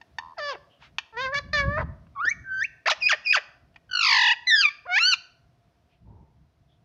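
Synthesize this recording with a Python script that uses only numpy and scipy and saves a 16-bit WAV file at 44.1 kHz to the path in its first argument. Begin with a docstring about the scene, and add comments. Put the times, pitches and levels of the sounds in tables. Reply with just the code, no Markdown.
"""A concrete yard, with a parakeet close to a phone microphone and a town humming far away.
The bird chatters: harmonic stacks, coloured by throat and beak, make whistles, slides and a trilled squawk;
short snaps make the clicks and a pulsed throat resonance the purr. The near corner and the yard's walls
answer with decaying noise. Shaped noise makes soft puffs, wind buffeting the microphone and the town."""
import sys
import numpy as np
from scipy import signal
from scipy.fft import rfft, irfft, next_fast_len
from scipy.io import wavfile
from scipy.ndimage import uniform_filter1d, map_coordinates

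SR = 44100
rng = np.random.default_rng(int(sys.argv[2]) if len(sys.argv) > 2 else 0)


def transcribe(signal):
    """Save signal, clipped to [-1, 1], as a 16-bit WAV file at the path in sys.argv[1]."""
    frames = np.atleast_2d(signal).T
    limited = np.clip(frames, -1, 1)
    pcm = np.round(limited * 32767).astype(np.int16)
    wavfile.write(sys.argv[1], SR, pcm)


def gain_from_db(level_db):
    """Turn a decibel level (scalar or array-like) into a linear amplitude factor."""
    decades = np.asarray(level_db, float) / 20
    return 10 ** decades


N = 301644  # samples

# The bird's calls, one list of points each: time_s, pitch_hz, level_db, tilt_db_per_octave, beak_resonance_hz
CALLS = [
    [(0.363, 730, -78, -1, 5500), (0.373, 920, -46, -13, 4900), (0.385, 687, -34, -4.5, 4840),
     (0.403, 593, -33.5, -5.5, 5100), (0.49, 573, -29, -4, 4960), (0.525, 516, -32.5, -4.5, 5400),
     (0.547, 391, -42, -7.5, 1600), (0.559, 340, -32, -9, 1700)],
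    [(1.125, 451, -52, -6, 1000), (1.163, 443, -42, -9, 1620), (1.173, 469, -30.5, -5.5, 1800),
     (1.227, 538.5, -29.5, -2.5, 3930), (1.275, 517.3, -27.5, -6, 1800), (1.313, 539.6, -37.5, -16.5, 1420),
     (1.333, 582, -27, -9.5, 1660), (1.35, 558.7, -23.5, -1.5, 1800), (1.39, 583, -27.5, 0.5, 4170),
     (1.405, 520, -49, -24.5, 4060)],
    [(1.527, 656, -73.5, -1, 2270), (1.533, 606, -24, -1.5, 4580), (1.605, 566, -21.5, -2, 2200),
     (1.651, 549.4, -30, -12.5, 1340), (1.759, 599.4, -30, -9, 1510), (1.793, 660.3, -25.5, -11, 1400),
     (1.815, 584, -30.5, -9, 1250), (1.833, 417, -36, -7.5, 1190)],
    [(2.15, 1227, -58.5, -11.5, 1100), (2.166, 1129, -36.5, -27, 6500), (2.194, 1093, -29, -18.5, 1800),
     (2.226, 1405, -28.5, -22, 6500), (2.246, 1433, -21, -21.5, 1300), (2.258, 1634, -31, -2, 5700),
     (2.286, 1839, -17, -11.5, 5700), (2.304, 2164, -36, 11, 6160), (2.316, 2256, -21.5, -37.5, 6500),
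     (2.332, 2307, -44.5, -12.5, 6500)],
    [(2.44, 1564, -55, -22.5, 6160), (2.46, 1565, -41.5, -37, 6100), (2.518, 1536, -31.5, -19, 6100),
     (2.604, 1555, -28, -9.5, 6300), (2.63, 1868, -22, -3, 2000), (2.636, 2010, -39, 18, 2000),
     (2.644, 2268, -23.5, -20.5, 5830), (2.654, 2760, -25.5, -17.5, 6460), (2.664, 2710, -48.5, -2, 2410)],
    [(2.856, 423, -52, -8, 2600), (2.86, 554, -23, -3.5, 1900), (2.88, 709, -16, -0.5, 1900),
     (2.894, 1555, -24.5, -8, 6200), (2.904, 1079, -20, 6, 1900), (2.918, 577, -18, -2.5, 6100),
     (2.934, 653, -34.5, -2.5, 5700), (2.94, 579, -39.5, -5.5, 3100)],
    [(3.888, 1539, -57, -13.5, 3390), (3.91, 1494, -35, -3, 1395), (3.944, 1455, -21.5, -5.5, 4650),
     (4.0, 1378, -20.5, -2.5, 4640), (4.03, 1246, -18.5, -1, 4750), (4.112, 1035, -16.5, -1.5, 4720),
     (4.19, 910.5, -18, -1.5, 4200), (4.32, 907.3, -17, -2.5, 2640), (4.342, 876, -28, -4, 2600)],
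    [(4.465, 2093, -56.5, -12, 4400), (4.473, 2010, -20, -6.5, 3800), (4.492, 2009, -20.5, -1, 4400),
     (4.525, 1776, -16, -2, 4170), (4.541, 1794, -15.5, -2, 4400), (4.572, 1661, -20.5, -4, 4730),
     (4.609, 1602, -20, 0, 5210), (4.645, 1229, -20, -2.5, 2320), (4.657, 1201, -13.5, -3, 2520),
     (4.677, 1156, -26.5, -8, 2230), (4.689, 1157, -19.5, -4, 2290), (4.699, 1210, -61.5, -3.5, 2360)],
    [(4.852, 464.4, -54, -13.5, 1000), (4.865, 540, -39, -15.5, 1100), (4.873, 728.4, -42, -13.5, 1400),
     (4.9, 704.3, -28.5, -13, 1540), (4.95, 755.4, -21, -1, 2380), (4.98, 903.3, -16, 0.5, 1910),
     (4.996, 1296, -23.5, -1, 2730), (5.045, 1431, -17.5, -0.5, 4104), (5.08, 1529, -19, 0, 4120),
     (5.115, 1495, -20, 2, 5260), (5.139, 1325, -18, 0.5, 4260), (5.157, 1003, -58.5, 0.5, 4320)],
]
# Timbre of each call: notch_multiple_of_pitch, steady_hoarseness_0_to_1, cracked_ending_s
CALL_TIMBRE = [(3.9, 0, 0.017), (5.3, 0, 0), (5.1, 0, 0.058), (2.1, 0.05, 0.0027), (2, 0.02, 0),
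               (2.1, .35, 0.0017), (1.15, 0.03, 0), (.9, 0, 0.0071), (1.1, 0.01, 0.021)]
# A whistle that breaks off and tumbles down:
# time_from_start_s, pitch_hz, level_db (before the gain below), tilt_db_per_octave, beak_resonance_hz
TUMBLE = [(0, 2391, -63.5, -2.5, 4930), (.006, 2835, -49, -5, 5380), (.027, 2465, -25.5, -5.5, 5190),
          (0.05, 2432, -28.5, 0, 5400), (.072, 2501, -17, -5.5, 5630), (0.079, 2564, -35.5, 0.5, 5050),
          (.086, 2592, -19.5, -2, 2751), (0.09, 1764, -27.5, 3.5, 2750), (.108, 1450, -22, 2.4, 2050),
          (.121, 992, -25, 1.9, 1677), (.132, 611.5, -22, -5, 2052), (0.151, 555, -39, -9, 3810)]
# Its timbre: notch_multiple_of_pitch, steady_hoarseness_0_to_1, cracked_ending_s
TUMBLE_TIMBRE = (1.525, 0.0049, 0.012)
# When that whistle sounds: start_s, gain_db
TUMBLE_STARTS = [(3.001, 3.14), (3.242, 2.77)]
# Flutter of the long squawk: time_s, pitch_swing_share
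SQUAWK_SWING = [(3.887, .01), (3.995, .025), (4.03, .115), (4.14, .135), (4.185, 0.09), (4.345, 0.075)]
# Its pace: time_s, flutter_beats_so_far
SQUAWK_BEATS = [(3.889, 0), (4.182, 15), (4.302, 20), (4.345, 21.1)]
# Fixed colour of the bird's throat: frequency_hz, gain_db
THROAT_COLOUR = [(450, -9), (650, -5), (860, 1), (1100, -1), (1400, -2.5), (1770, 6), (2100, -2.5),
                 (2500, 0.5), (3000, -7), (3500, -5), (4000, -12.5), (4700, -6), (5500, -16.5),
                 (6500, -17.5), (7500, -38.5), (8500, -46), (9700, -45.0), (11500, -66), (14000, -70.5)]
# Snaps of the syrinx: time_s (each begins 2 ms ahead), peak_db, tilt_db_per_octave, noisy_share_0_to_1
SNAPS = [(0.015, -35, 0.5, 0.16), (.186, -17.5, 1.5, 0.07), (.825, -43, -8, .3), (.985, -9.5, 3.5, 0.8),
         (1.344, -26.5, 7, 0.04), (2.068, -50.5, -13.5, 1), (3.744, -55.5, -1, 1), (3.761, -37.5, -4, 0.97)]
# Swell of the purr: time_s, peak_db (before a random spread from flap to flap)
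PURR_SWELL = [(0.197, -37), (0.212, -40), (.31, -40), (0.342, -44)]
# How long the yard rings: frequency_hz, t60_s
YARD_DECAY = [(500, 0.79), (2500, 0.41), (6000, 0.44), (10000, 0.058)]
# Faint soft noises: peak_time_s, rise_s, fall_s (both to 1/e), centre_hz, width_hz, level_db
SOFT_PUFFS = [(.84, .03, .04, 1900, 3000, -53), (.72, .02, .06, 3000, 500, -64),
              (5.93, .03, .04, 2600, 1500, -72), (6.09, .03, .2, 900, 170, -65),
              (6.1, .04, .17, 400, 300, -64), (6.71, .02, .05, 3400, 400, -73),
              (2.252, .004, .01, 350, 600, -43)]
# Strength of the wind at the microphone: time_s, level_db
WIND_LEVEL = [(0.0, -60), (0.85, -68), (0.95, -50.5), (1.1, -72), (1.22, -43.5), (1.4, -49), (1.7, -23.5),
              (1.9, -40), (2.05, -57), (2.2, -53.5), (2.6, -54.5), (2.75, -63.5), (5.25, -68), (5.5, -60.5),
              (6.0, -67.5), (6.12, -46.5), (6.5, -63.5), (6.8, -65)]
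# Relative spectrum of the wind: frequency_hz, density_db_per_hz
WIND_COLOUR = [(20, -26), (45, -5.5), (60, 3.5), (150, 0), (200, -8), (380, -23.5), (600, -51),
               (1000, -100)]
# Strength of the distant town: time_s, level_db (before a 1.5 dB trim and a slight drift)
TOWN_LEVEL = [(0, -65), (1.3, -67.5), (5.9, -69), (6, -72), (6.08, -72.5), (6.84, -70.5)]
# Relative spectrum of the town: frequency_hz, density_db_per_hz
TOWN_COLOUR = [(150, -28.5), (250, -7.5), (450, -12.5), (600, -13.5), (686, -1), (800, -17.5), (950, -16),
               (2700, -24), (5600, -28.5), (7500, -38.5), (9700, -38.5), (15400, -43.5)]

GLIDE_S = 0.005  # the syrinx cannot turn a sharper corner
# Hoarseness for each octave a second of falling pitch, the span that averages the fall, and the limit
HOARSE_PER_FALL, FALL_MEMORY_S, HOARSE_MOST = 0.014, 0.012, 0.45
CRACKED, CRACK_RISE_S = 1.6, 0.007  # hoarseness added at a cracked ending, and its onset
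# Squawk: extra depth of the first gaps between beats, how soon they close, and the dip that remains
PULSING_DB, PULSING_FADES_S, PULSING_STAYS_DB = 30, 0.11, 4
PURR_RATE_HZ, PURR_MODE_HZ = 81.5, 1000
HARMONICS = 24


def voice(jitter, shimmer_db):
    """The syrinx sings; fast falls in pitch turn it hoarse, and each harmonic then flickers on its own."""
    out = np.zeros(N)
    drift, shake, rasp = wobble(180), wobble(90), unit(wobble(600))
    calls = list(zip(CALLS, CALL_TIMBRE))
    for start_s, gain_db in TUMBLE_STARTS:
        rows = [(start_s + s, hz, db + gain_db, *colour) for s, hz, db, *colour in TUMBLE]
        calls.append((rows, TUMBLE_TIMBRE))
    k = np.arange(1, HARMONICS + 1)[:, None]

    for rows, (notch_multiple, steady, crack_s) in calls:
        i = np.arange(round(rows[0][0] * SR), round(rows[-1][0] * SR))
        t = i / SR
        hz, db, tilt, beak_hz = curves(rows, t)
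        hz = uniform_filter1d(hz, size=round(GLIDE_S * SR), mode='nearest')
        notch_hz = notch_multiple * hz

        fall = np.maximum(-np.gradient(np.log2(hz)) * SR, 0)  # octaves a second
        fall = uniform_filter1d(fall, size=round(FALL_MEMORY_S * SR))
        time_left = (i[-1] - i) / SR
        hoarse = np.clip(steady + HOARSE_PER_FALL * fall, 0, HOARSE_MOST)
        hoarse = hoarse + CRACKED * np.clip((crack_s - time_left) / CRACK_RISE_S, 0, 1)

        trill_start = SQUAWK_SWING[0][0]
        trilled = (t > trill_start) * (t < SQUAWK_SWING[-1][0])
        swing = trilled * curves(SQUAWK_SWING, t)[0]
        gap_fade = np.exp(-((t - trill_start) / PULSING_FADES_S) ** 2)
        swing_db = trilled * (PULSING_STAYS_DB + PULSING_DB * gap_fade)
        beat = curves(SQUAWK_BEATS, t)[0] % 1
        hz = hz * (1 - swing * np.cos(2 * np.pi * beat))
        hz = hz * (1 + (jitter + 0.025 * hoarse) * drift[i])
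        dip = np.cos(np.pi * beat ** 0.75) ** 4  # each beat swells fast, fades slowly
        db = db - swing_db * dip + shimmer_db * shake[i]

        flicker = rasp[(i + N // HARMONICS * (k - 1)) % N]  # a different stretch for each harmonic
        share = np.clip(hoarse * (k * hz / 2200) ** 1.5, 0, 0.9)  # higher harmonics smear first
        rough = np.sqrt(1 - share) + np.sqrt(share) * flicker
        edge = np.minimum(1, np.minimum(i - i[0], i[-1] - i) / (0.0017 * SR))
        out[i] = edge * gain_from_db(db) * stack(hz, tilt, beak_hz, notch_hz, rough)
    return filtered(out, lambda hz: 1 / (1 + (330 / (hz + 1)) ** 8))  # so small a bird radiates no bass


def stack(hz, tilt, beak_hz, notch_hz, rough=1):
    """Harmonics of a moving pitch near rms 1: effort sets the level, the tract only the colour."""
    k = np.arange(1, HARMONICS + 1)[:, None]
    size = tract(k * hz, tilt, beak_hz, notch_hz) * (k * hz < 15000)
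    size /= np.sqrt(np.sum(size ** 2, axis=0) / 2)
    phase = 2 * np.pi * np.cumsum(hz) / SR
    return np.sum(size * rough * np.sin(k * phase + 0.32 * k ** 2), axis=0)


def tract(hz, tilt, beak_hz, notch_hz):
    """Gain of throat and beak: fixed colour, a slope, one moving peak and one moving notch."""
    def bump(centre_hz):
        return np.exp(-((hz - centre_hz) / 550) ** 2)

    slope_db = tilt * np.log2(np.minimum(hz, 7000) / 2000)
    return gain_from_db(along(THROAT_COLOUR, hz) + slope_db + 9.0 * bump(beak_hz) - 8.6 * bump(notch_hz))


def clicks(rise_s, fall_s, pitch_hz):
    """The syrinx snaps open for a few cycles, mixed with a dry crack of air."""
    out, t = np.zeros(N), np.arange(SR // 30) / SR
    envelope = (1 - np.exp(-t / rise_s)) ** 3 * np.exp(-t / fall_s)
    for s, peak_db, tilt, noisy in SNAPS:
        hiss = rng.standard_normal(len(t))
        crack = unit(filtered(hiss, lambda hz: tract(hz + 1, tilt, 2800, 350) * (hz > 600)))
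        tone = stack(pitch_hz + 0 * t, tilt, 1400, 2400)
        blip = (np.sqrt(1 - noisy) * tone + np.sqrt(noisy) * crack) * envelope
        out[round((s - 0.002) * SR):][:len(t)] += gain_from_db(peak_db) * blip / np.abs(blip).max()
    return out


def purr():
    """Slow, slightly uneven flaps ring a low throat mode and faintly the rest of the tract."""
    s = np.arange(PURR_SWELL[0][0], PURR_SWELL[-1][0], 1 / PURR_RATE_HZ)
    luck = rng.standard_normal((len(s), 2))
    at = np.round((s + 0.0004 * luck[:, 0]) * SR).astype(int)
    flaps = np.zeros(N)
    # the resonances spread each impulse out, so it is driven 41.5 dB harder
    flaps[at] = gain_from_db(curves(PURR_SWELL, s)[0] + 41.5 + 1.2 * luck[:, 1])

    def throat(hz):
        upper = peak(hz, 3000, 500) ** 2 + peak(hz, 4600, 700) ** 2
        return peak(hz, PURR_MODE_HZ, 330) ** 4 + gain_from_db(-34) * upper

    return filtered(flaps, throat)


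def walls(x, delay_s, t60):
    """A delayed answer of decaying noise; t60 gives the decay time at each frequency."""
    hz, t, z = signal.stft(rng.standard_normal(SR), SR, nperseg=256)
    tail = signal.istft(z * gain_from_db(-60 * t / t60(hz)[:, None]), SR, nperseg=256)[1]
    delayed = np.pad(x, (round(delay_s * SR), 0))
    return signal.fftconvolve(delayed, tail / np.linalg.norm(tail))[:N]


def puffs():
    """Brief soft swells of band noise."""
    out, t = np.zeros(N), np.arange(N) / SR
    for s, rise_s, fall_s, centre_hz, width_hz, db in SOFT_PUFFS:
        swell = np.exp(-((t - s) / np.where(t < s, rise_s, fall_s)) ** 2)
        band = noise(lambda hz: peak(hz, centre_hz, width_hz) ** 2 / (1 + (hz / 6000) ** 6))
        out += gain_from_db(db) * swell * band
    return out


def wind():
    """Wind buffets the microphone port: low noise in uneven lumps, rising and falling in gusts."""
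    lumps = gain_from_db(2 * wobble(11) + 3.5 * wobble(30))
    buffeting = unit(lumps * noise(lambda hz: gain_from_db(along(WIND_COLOUR, hz))))
    return gain_from_db(curves(WIND_LEVEL, np.arange(N) / SR)[0]) * buffeting


def town():
    """The far hum: steady coloured noise whose level drifts slightly."""
    db = curves(TOWN_LEVEL, np.arange(N) / SR)[0] - 1.5 + 0.3 * wobble(2.5)
    return gain_from_db(db) * noise(lambda hz: gain_from_db(along(TOWN_COLOUR, hz)))


def unit(x):
    """Scaled to rms 1."""
    return x / np.sqrt(np.mean(x ** 2) + 1e-20)


def along(points, hz):
    """(Hz, value) points read on a log frequency axis."""
    f, v = np.transpose(points)
    return np.interp(np.log(hz + 1), np.log(f + 1), v)


def curves(rows, t):
    """Each column after the time, read at times t."""
    s, *cols = np.transpose(rows)
    return [np.interp(t, s, c) for c in cols]


def wobble(rate):
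    """A smooth random curve, rate knots a second."""
    return map_coordinates(rng.standard_normal(int(N * rate / SR) + 4), [np.arange(N) * rate / SR])


def filtered(x, response):
    """x shaped by a complex response of frequency."""
    m = next_fast_len(len(x) + 8192)
    return irfft(rfft(x, m) * response(np.fft.rfftfreq(m, 1 / SR)), m)[:len(x)]


def noise(response):
    """Coloured noise of rms 1."""
    return unit(filtered(rng.standard_normal(N), response))


def peak(hz, centre_hz, width_hz):
    """Response of one causal resonance."""
    return 1j * hz * width_hz / (centre_hz ** 2 - hz ** 2 + 1j * hz * width_hz)


def scene():
    """The close bird, its near corner and farther walls, then puffs, wind and town."""
    calls = voice(jitter=0.0025, shimmer_db=0.6)
    bird = calls + clicks(rise_s=0.001, fall_s=0.0035, pitch_hz=905.3) + purr()
    corner = gain_from_db(-13) * walls(bird, 0.003, lambda hz: 0.06 + 0 * hz)
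    yard = gain_from_db(-24.5) * walls(bird, 0.018, lambda hz: along(YARD_DECAY, hz))
    mix = bird + corner + yard + puffs() + wind() + town()
    return mix[None]  # one channel


def band_limit(x):
    """A steep low-pass at the top of the band."""
    return signal.sosfilt(signal.butter(12, 15480, fs=SR, output="sos"), x)


def record(dry):
    """The finished mix leaves the microphone, its treble cut off steeply above about 15.5 kHz."""
    return band_limit(dry)


dry = scene()
out = record(dry)
transcribe(out)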